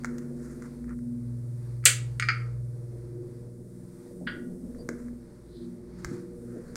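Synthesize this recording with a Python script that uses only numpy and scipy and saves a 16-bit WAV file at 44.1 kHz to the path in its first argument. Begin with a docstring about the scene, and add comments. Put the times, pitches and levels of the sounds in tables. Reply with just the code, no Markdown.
"""A tiled restroom: someone walks out of a toilet stall while a mains-driven motor, probably the ventilation, hums.
The hum is a set of sines; each swells and fades as the microphone moves through the room's standing waves.
The steel latch snaps and rattles and the door clacks: short noise bursts plus ringing tones, with echoing walls.
Soft steps, brushing and squeaks are shaped noise; taps on the hand-held device are very short clicks.
Underneath lie rumbling air, a faint rustle of clothes and hiss, all made of coloured noise."""
import sys
import numpy as np
from scipy import signal
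from scipy.fft import rfft, irfft, next_fast_len
from scipy.io import wavfile
from scipy.ndimage import map_coordinates

SR = 44100
rng = np.random.default_rng(int(sys.argv[2]) if len(sys.argv) > 2 else 0)


def dump_mix(stems):
    """Bounce the given channels to the path in sys.argv[1] as a 16-bit WAV at rate SR."""
    frames = np.atleast_2d(stems).T  # one column per channel
    limited = np.clip(frames, -1, 1)  # hard clip at full scale
    pcm = np.round(limited * 32767).astype(np.int16)
    wavfile.write(sys.argv[1], SR, pcm)


N = 298107  # length of the scene in samples

# how briskly the walker moves, faster once outside the stall: (time [s], share of full pace)
WALK_PACE = [(3.3, 0.38), (4.2, 0.98)]


def amp(db):
    """Turn decibels into a gain factor."""
    return 10 ** (np.asarray(db) / 20)


def unit(x):
    """Scale to an rms (average strength) of 1."""
    return x / np.sqrt(np.mean(x ** 2) + 1e-20)


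def along(points, hz):
    """Read a curve of (frequency [Hz], value) points, joined by straight lines on a log frequency axis."""
    f, v = np.transpose(points)
    return np.interp(np.log(hz + 1), np.log(f + 1), v)


def curves(rows):
    """Join the points of each column after the time into a curve with one value per sample."""
    times, *columns = np.transpose(rows)
    return [np.interp(np.arange(N) / SR, times, column) for column in columns]


def wobble(rate):
    """A smooth random curve through `rate` random points a second."""
    knots = rng.standard_normal(int(N * rate / SR) + 4)
    return map_coordinates(knots, [np.arange(N) * rate / SR])


def noise(spectrum, size=N):
    """Noise with the given balance of low and high frequencies, rms 1."""
    m = next_fast_len(size)
    gain = amp(along(spectrum, np.fft.rfftfreq(m, 1 / SR)))
    return unit(irfft(rfft(rng.standard_normal(m)) * gain, m)[:size])


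def band(hz, octaves):
    """A hump-shaped spectrum around hz."""
    hump = [(-4, -60), (-2, -24), (-1, -6), (0, 0), (1, -6), (2, -24), (4, -70)]  # (widths away, dB)
    return [(hz * 2 ** (k * octaves), db) for k, db in hump]


def fade(t60):
    """One second of exponential decay that falls by 60 dB every t60 seconds."""
    return np.exp(-np.log(1000) * np.arange(SR) / SR / t60)


def click(spectrum, size=1024):
    """A single impulse with this spectrum, its energy as early as possible (minimum phase), peak 1."""
    cepstrum = irfft(np.log(amp(along(spectrum, np.fft.rfftfreq(size, 1 / SR)))))
    # folding the second half onto the first leaves nothing before time zero
    cepstrum[1:size // 2] *= 2
    cepstrum[size // 2 + 1:] = 0
    pulse = irfft(np.exp(rfft(cepstrum)))
    return pulse / np.abs(pulse).max()


def burst(spectrum, t60):
    """A contact that excites many close resonances: coloured, decaying noise that starts near rms 1."""
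    colour = click(spectrum)
    decaying_noise = fade(t60) * rng.choice([-1, 1], SR)
    return signal.fftconvolve(decaying_noise, colour / np.linalg.norm(colour))[:SR]


def ring(modes):
    """Fading tones of struck metal, of slightly random strength; loose contact blurs their pitch."""
    t = np.arange(SR) / SR
    power = sum(amp(db) ** 2 for hz, db, t60 in modes) / 2
    out = np.zeros(SR)
    for hz, db, t60 in modes:
        blur = .1 * wobble(90)[:SR]  # in cycles
        phase = hz * t + rng.random() + blur
        out += amp(db + rng.normal(0, 1)) * fade(t60) * np.sin(2 * np.pi * phase)
    onset = 1 - np.exp(-t / .0012)
    return onset * out / np.sqrt(power)  # near rms 1 just after the onset


def stroke(s, length):
    """A smooth rise and fall around time s."""
    return np.exp(-2 * ((np.arange(N) / SR - s) / length) ** 2)


def add(track, s, sound):
    """Mix a sound in at time s."""
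    start = round(s * SR)
    track[start:start + len(sound)] += sound[:max(N - start, 0)]


def room(x, wet_db):
    """Add the echo of the tiled walls: noise that dies away at its own pace at each frequency."""
    # how long the echo takes to fall by 60 dB: (frequency [Hz], time [s])
    tiles = [(150, .6), (500, 0.55), (1400, 0.33), (3500, 0.32), (8000, 0.28), (14000, 0.22)]
    hz, t, z = signal.stft(rng.standard_normal(SR), SR, nperseg=256)
    decay = amp(-60 * t / along(tiles, hz)[:, None])
    tail = signal.istft(z * decay, SR, nperseg=256)[1]
    tail = np.pad(tail / np.linalg.norm(tail), (SR // 200, 0))  # the echo starts 5 ms late
    return x + amp(wet_db) * signal.fftconvolve(x, tail)[:N]


def tone(hz, level_db, drift):
    """A sine of the given rms level; its phase drifts (in radians) as the microphone moves."""
    cycles = hz * np.arange(N) / SR + rng.random()
    return np.sqrt(2) * amp(level_db) * np.sin(2 * np.pi * cycles + drift * wobble(3.0))


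def bolt():
    """A hard, bright steel crack; the dense ring of the latch and the door skin follows a moment later."""
    # light contacts, then the bolt hits its stop: (time [s], level [dB])
    snap = [(1.8405, -57), (1.849, -46), (1.8542, -4.5), (1.863, -20.5)]
    # ringing tones of the steel: (frequency [Hz], level [dB], time to fall by 60 dB [s])
    bolt_modes = [(1690, -6, 0.11), (1940, -3, .2), (2344, -4, .2), (2708, -9.5, .2), (3040, -1.5, 0.14),
                  (3230, -13.5, 0.16), (4060, -11.5, .2), (4581, -8, 0.1734), (4800, -12.5, .18),
                  (5335, -11.5, .18), (6000, -7, .2), (6250, -10, .2), (6880, -2, .21), (7666, -7.5, 0.17),
                  (8600, -2.5, .2), (8292, 1, .2), (8860, -3.5, .2), (9250, -6.5, .18), (9870, -13, .19),
                  (10400, -16, .19), (11400, -17, .17)]
    # colour of the first crack: (frequency [Hz], level [dB])
    bolt_crack = [(300, -35), (900, -24), (1500, -17), (3000, -14), (4200, -23.5), (5800, -8), (7500, 0),
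                  (8800, 0), (10500, -12.5), (13000, -19), (15500, -16.5)]
    # colour of the longer burst after it: (frequency [Hz], level [dB])
    bolt_body = [(250, -32.5), (500, -10), (750, -24), (1040, -27), (1300, -4), (1900, -1.5), (3000, -2),
                 (4000, -4), (4600, -1.5), (5500, -11), (7400, 4), (8600, -6.5), (9800, -9.5), (11700, -10),
                 (12800, -23.5), (15800, -21)]
    out = np.zeros(N)
    for s, db in snap:
        add(out, s, amp(db) * burst(bolt_crack, t60=0.028))
        body = amp(db - 7.5) * burst(bolt_body, t60=0.15)
        body += amp(db - 14.5) * ring(bolt_modes)
        add(out, s + 0.0036, body)
    return room(out, wet_db=-10.0)


def rattle():
    """The loose latch rattles in its keeper: duller, ringing contacts, each with a short bright tick."""
    # the contacts: (time [s], level [dB], bright tick level [dB])
    contacts = [(1.828, -57.5, -77), (1.84, -39.5, -68.5), (1.858, -20.5, -50.5), (2.198, -23.5, -27.5),
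                (2.2245, -20, -54), (2.2871, -13.5, -58), (2.303, -23, -72)]
    # ringing tones of the keeper: (frequency [Hz], level [dB], time to fall by 60 dB [s])
    keeper_modes = [(1230, -14.5, 0.46), (1345, -10.5, 0.3), (1643, -13.5, .18), (1905, 1.5, .19),
                    (2170, 1, 0.16), (2356, -4.5, 0.23), (2727, -13, 0.18), (4318, -14, 0.12),
                    (4595, -11, 0.16), (4947, -11, 0.19)]
    # colour of the contact: (frequency [Hz], level [dB])
    keeper_body = [(500, -30.5), (950, -21.5), (1280, 8), (1700, 2), (2200, 10), (2600, -4), (3050, -11.5),
                   (3800, -24), (4400, -8), (4900, -7), (5600, -27), (6600, -19), (9000, -44.5),
                   (15000, -59)]
    # colour of the bright tick: (frequency [Hz], level [dB])
    latch_tick = [(1000, -22), (3000, -2.5), (4000, -4.5), (5500, -2), (7000, -4.5), (8800, -5),
                  (10500, -21.5), (15500, -29)]
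    out = np.zeros(N)
    for s, db, tick_db in contacts:
        body = amp(-4.5) * burst(keeper_body, t60=.055)
        body += amp(6) * click(keeper_body, size=SR)
        body += amp(-11.5) * ring(keeper_modes)
        add(out, s, amp(db) * body + amp(tick_db) * burst(latch_tick, t60=0.025))
    return room(out, wet_db=-8)


def door():
    """The swinging door clacks and rings faintly, with a strong answer from the walls."""
    # the clacks: (time [s], level [dB])
    clacks = [(4.2679, -38.5), (4.2721, -28), (4.282, -34)]
    # colour of a clack: (frequency [Hz], level [dB])
    door_body = [(600, -34), (1100, -9), (1500, 3.5), (1950, 3), (2500, -9.5), (3200, -5), (3900, -18),
                 (4800, -14), (5800, -52.5), (12000, -48)]
    # ringing tones of the door: (frequency [Hz], level [dB], time to fall by 60 dB [s])
    door_modes = [(1410, -8, 0.48), (1460, 0.5, 0.31), (1645, -3, 0.28), (1906, -4, 0.26),
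                  (2500, -24, 0.21), (3130, -32, 0.24), (3240, -21, 0.26)]
    out = np.zeros(N)
    for s, db in clacks:
        clack = amp(-1.5) * burst(door_body, t60=0.076)
        clack += amp(-12) * ring(door_modes)
        add(out, s, amp(db) * clack)
    return room(out, wet_db=-4.0)


def taps():
    """Fingers tap the hand-held device: very short, close contacts on a plastic case that buzzes briefly."""
    # the taps: (time [s], dull knock level [dB], bright tick level [dB])
    touches = [(.037, -39, -44), (0.0466, -18.5, -32.5), (.056, -42, -34), (0.1834, -42, -33.5),
               (0.623, -37, -44), (.843, -45, -64), (0.894, -41, -57), (.99, -49, -57), (4.748, -48, -68),
               (4.8898, -22.5, -28.5), (5.084, -45, -68), (6.047, -23, -24), (6.757, -29, -21)]
    # colour of the dull knock: (frequency [Hz], level [dB])
    knock = [(200, -4), (600, -3.5), (950, -0.5), (1400, 10), (2150, 5), (2800, -26), (4500, -17.5),
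             (7000, -8.5), (15000, -41.5)]
    # colour of the bright tick: (frequency [Hz], level [dB])
    tick = [(1000, -20.5), (3500, -8), (5000, -0.5), (6600, 2.5), (8500, -6), (11000, -16.5),
            (15500, -15.5)]
    out = np.zeros(N)
    for s, knock_db, tick_db in touches:
        add(out, s, amp(knock_db) * click(knock) + amp(tick_db) * click(tick))
        buzz = amp(knock_db - 14.0) * burst(knock, t60=0.016)
        buzz += amp(tick_db - 14.5) * burst(tick, t60=0.018)
        add(out, s + 0.0013, buzz)
    return room(out, wet_db=-10.5)


def walking():
    """Low thuds of fading noise, soft gritty brushing of soles and sleeves, and faint squeaks."""
    # soft steps and bumps: (time [s], level [dB], centre [Hz], time to fall by 60 dB [s])
    steps = [(0.296, -48.5, 436, 0.27), (2.925, -57, 390, 0.63), (3.413, -40, 69.5, 0.083),
             (4.061, -49, 560, 0.072), (4.109, -46.5, 520, 0.06), (4.21, -42, 480, 0.2),
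             (4.234, -38.5, 190, .3), (4.36, -42.5, 232, 0.41), (4.889, -32, 293, 0.27),
             (6.053, -36.5, 92, .19), (6.109, -35, 198, 0.5), (6.555, -37, 335, .22)]
    # brushing strokes: (time [s], length [s], dull rub level [dB], bright swish level [dB])
    scuffs = [(0.207, 0.13, -61, -69), (0.479, 0.13, -60.5, -62.5), (0.643, 0.042, -54.5, -63),
              (0.909, 0.04, -55.5, -77.5), (2.412, 0.17, -60, -72), (5.007, 0.14, -64, -69.5),
              (5.996, 0.021, -66.5, -68), (6.13, 0.13, -60.5, -63.5), (6.636, 0.25, -63, -70)]
    # squeaks of the soles: (time [s], length [s], level [dB], centre [Hz], width [octaves])
    squeaks = [(4.811, .03, -63, 4690, 0.046), (5.582, 0.13, -65.5, 4000, 0.27),
               (6.691, 0.047, -71, 4360, 0.12)]
    thuds, t = np.zeros(N), np.arange(SR) / SR
    onset = 1 - np.exp(-t / 0.00051)
    for s, db, hz, t60 in steps:
        add(thuds, s, amp(db) * onset * fade(t60) * noise(band(hz, octaves=0.69), size=SR))
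    thuds = signal.sosfilt(signal.butter(6, 680, fs=SR, output="sos"), thuds)  # keep below 680 Hz

    rub = noise(band(1407, octaves=0.47))
    swish = noise(band(6987, octaves=.55))
    friction = np.zeros(N)
    for s, length, rub_db, swish_db in scuffs:
        friction += stroke(s, length) * (amp(rub_db) * rub + amp(swish_db) * swish)
    for s, length, db, hz, octaves in squeaks:
        friction += amp(db) * stroke(s, length) * noise(band(hz, octaves))
    grit = unit(amp(3.0 * np.tanh(wobble(120))))  # fast unevenness
    return thuds + friction * grit


def hum():
    """Mains harmonics, with sidebands from the turning rotor that make them flutter; walking makes them waver."""
    # each harmonic as the microphone crosses its standing wave, before its own gain: (time [s], level [dB])
    HUM_120 = [(0.0, -63.5), (0.03, -55.5), (0.71, -62), (1.25, -35.5), (2.46, -32), (3.6, -47),
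               (4.61, -70), (4.87, -51.5), (5.99, -56.5), (6.05, -44), (6.27, -56.5), (6.7, -53)]
    HUM_180 = [(0.0, -65), (3.06, -60.5), (3.11, -68.5), (3.97, -46.5), (4.07, -66), (4.22, -41.5),
               (4.38, -57), (4.52, -45), (4.63, -48), (4.72, -60), (4.93, -48.5), (4.98, -63.5), (5.6, -55),
               (6.62, -48.5), (6.7, -53.5)]
    HUM_240 = [(0.0, -45), (0.09, -35.5), (0.54, -46), (1.1, -35), (1.21, -38), (1.7, -63), (3.1, -63.5),
               (3.32, -55.5), (4.22, -59.5), (4.23, -51.5), (4.44, -45.5), (5.15, -43), (5.41, -68),
               (5.64, -46.5), (5.75, -44.5), (6.14, -59.5), (6.59, -44.5), (6.7, -49)]
    HUM_360 = [(0.0, -60), (0.15, -48), (1.42, -67), (1.6, -60), (2.65, -66), (3.21, -43.5), (3.49, -57.5),
               (4.35, -48.5), (5.06, -68.5), (5.69, -50.5), (5.97, -54.5), (6.14, -41), (6.36, -49),
               (6.57, -47.5), (6.7, -67.5)]
    HUM_480 = [(0.0, -78.5), (0.09, -56), (0.9, -62.5), (1.04, -72), (3.49, -57), (3.67, -68), (4.18, -57),
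               (4.64, -66), (4.83, -49), (5.45, -75), (6.55, -49.5), (6.7, -56.5)]
    # the harmonics: (mains multiple, level curve from above, gain on that curve [dB],
    # mean level of the lower rotor sideband [dB], mean level of the upper one [dB])
    harmonics = [(2, HUM_120, -0.5, -61.5, -62), (3, HUM_180, 0, -66, -64.5), (4, HUM_240, 1, -60.5, -70.5),
                 (6, HUM_360, 0.5, -56.5, -67), (8, HUM_480, 0.5, -64, -73)]
    # weak high tones: (frequency [Hz], mean level [dB])
    faint = [(581, -73.5), (600, -70)]
    mains_hz, rotor_hz = 60, 19.1
    sideband_follows = 0.48  # share of a harmonic's swell, in dB, that its sidebands take on
    waver_db, drift_rad = 3.18, 0.11  # at full pace: level waver; phase drift for each mains multiple
    pace, = curves(WALK_PACE)
    out = np.zeros(N)
    for multiple, level, gain_db, lower_db, upper_db in harmonics:
        level_db, = curves(level)
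        swell_db = sideband_follows * (level_db - level_db.mean())
        drift = drift_rad * multiple * pace
        for side, db in [(0, level_db + gain_db), (-1, lower_db + swell_db), (1, upper_db + swell_db)]:
            hz = multiple * mains_hz + side * rotor_hz
            out += tone(hz, db + waver_db * pace * wobble(12), drift)
    for hz, db in faint:
        out += tone(hz, db + 2.5 * wobble(2.3), drift=0.97)
    return out


def drone():
    """Three motor tones: one falls away along the walk, one swells and fades, the deepest beats slowly."""
    # the swelling tone, before a 0.5 dB cut: (time [s], level [dB])
    flutter_level = [(0.0, -57), (0.03, -50), (1.27, -56.5), (1.55, -68.5), (3.43, -66), (4.57, -45.5),
                     (5.32, -63), (6.62, -59), (6.7, -64.5)]
    # the deepest tone, before a 1.5 dB cut: (time [s], level [dB])
    throb_level = [(0, -57), (.9, -48), (1.5, -52), (2.55, -48), (3.3, -58.5), (3.85, -64), (4.9, -52),
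                   (6.7, -56)]
    t = np.arange(N) / SR
    pace, = curves(WALK_PACE)
    falling_db = -45.5 - 3 * t + 1.8 * wobble(7.1)  # loses 3 dB a second
    falling = tone(140.9, falling_db, drift=.35 * pace)

    flutter_db = curves(flutter_level)[0] - .5 + 1.2 * pace * wobble(13)
    flutter = tone(259.1, flutter_db, drift=1.8 * pace)

    beat_s, beat_peak_s, beat_db = .422, .05, 5  # period, first swell, swing up and down
    beat = beat_db * np.cos(2 * np.pi * (t - beat_peak_s) / beat_s)
    throb_db = curves(throb_level)[0] - 1.5 + beat + 1.5 * wobble(5)
    return falling + flutter + tone(57.6, throb_db, drift=1.4)


def air():
    """Moving air rumbles in uneven lumps; a faint rustle of clothes and the microphone's hiss lie above it."""
    # the rumble, before a 0.5 dB cut: (time [s], level [dB])
    air_level = [(0.0, -48), (0.86, -52.5), (1.14, -54), (2.69, -54), (3.17, -50.5), (3.43, -51),
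                 (4.03, -55.5), (4.22, -47.5), (4.83, -46.5), (5.32, -53.5), (6.42, -51), (6.7, -46.5)]
    # the rustle: (time [s], level [dB])
    rustle_level = [(0, -67), (.3, -68), (1.2, -69.5), (2.8, -71.5), (3.8, -70), (4.5, -69.5), (5.0, -68),
                    (5.35, -69), (5.85, -70), (6.15, -59.5), (6.4, -70.5), (6.7, -66)]
    # the hiss: (time [s], level [dB])
    hiss_level = [(0, -68), (.9, -68.5), (2.2, -68), (3.2, -71), (4.0, -66.5), (4.9, -67), (5.4, -72),
                  (6.7, -67.5)]
    # colour of the rumble: (frequency [Hz], level per Hz [dB])
    rumble_colour = [(25, -1), (45, -8.5), (80, -4), (190, 1.5), (280, -1.5), (400, -4.5), (560, -10),
                     (720, -21.5), (1100, -34), (2500, -51.5)]
    # colour of the rustle: (frequency [Hz], level per Hz [dB])
    rustle_colour = [(400, -13.5), (850, 5), (1400, 2), (2100, -1.5), (2900, -15.5), (4600, -4.5),
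                     (7000, -13), (12000, -36)]
    # colour of the hiss: (frequency [Hz], level per Hz [dB])
    hiss_colour = [(1470, -38), (2500, -19), (3130, -19), (3620, -12), (4560, -11.5), (5160, -5),
                   (6820, -4), (9210, 4.5), (11100, -5.5), (13000, -6.5), (15800, -12.5)]
    eddies = sum(amp(5 * np.tanh(wobble(20))) * noise(rumble_colour) for _ in range(2))
    rumble = amp(curves(air_level)[0] - 0.5) * unit(eddies)
    rustle = amp(curves(rustle_level)[0] + 2.4 * wobble(6.9)) * noise(rustle_colour)
    hiss = amp(curves(hiss_level)[0] + 1.0 * wobble(7)) * noise(hiss_colour)
    return rumble + rustle + hiss


def scene():
    """Everything at one microphone."""
    latch_and_door = bolt() + rattle() + door()
    person = taps() + walking()
    background = hum() + drone() + air()
    return (latch_and_door + person + background)[None]


def record(dry):
    """The loudest peaks are squashed smoothly; nothing passes above the band limit."""
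    top_hz = 15900
    squashed = dry / (1 + np.abs(dry / .72) ** 6) ** (1 / 6)  # never exceeds 0.72
    m = next_fast_len(N + SR // 2)
    passes = np.fft.rfftfreq(m, 1 / SR) < top_hz
    return irfft(rfft(squashed, m) * passes, m)[..., :N]


dry = scene()
out = record(dry)
dump_mix(out)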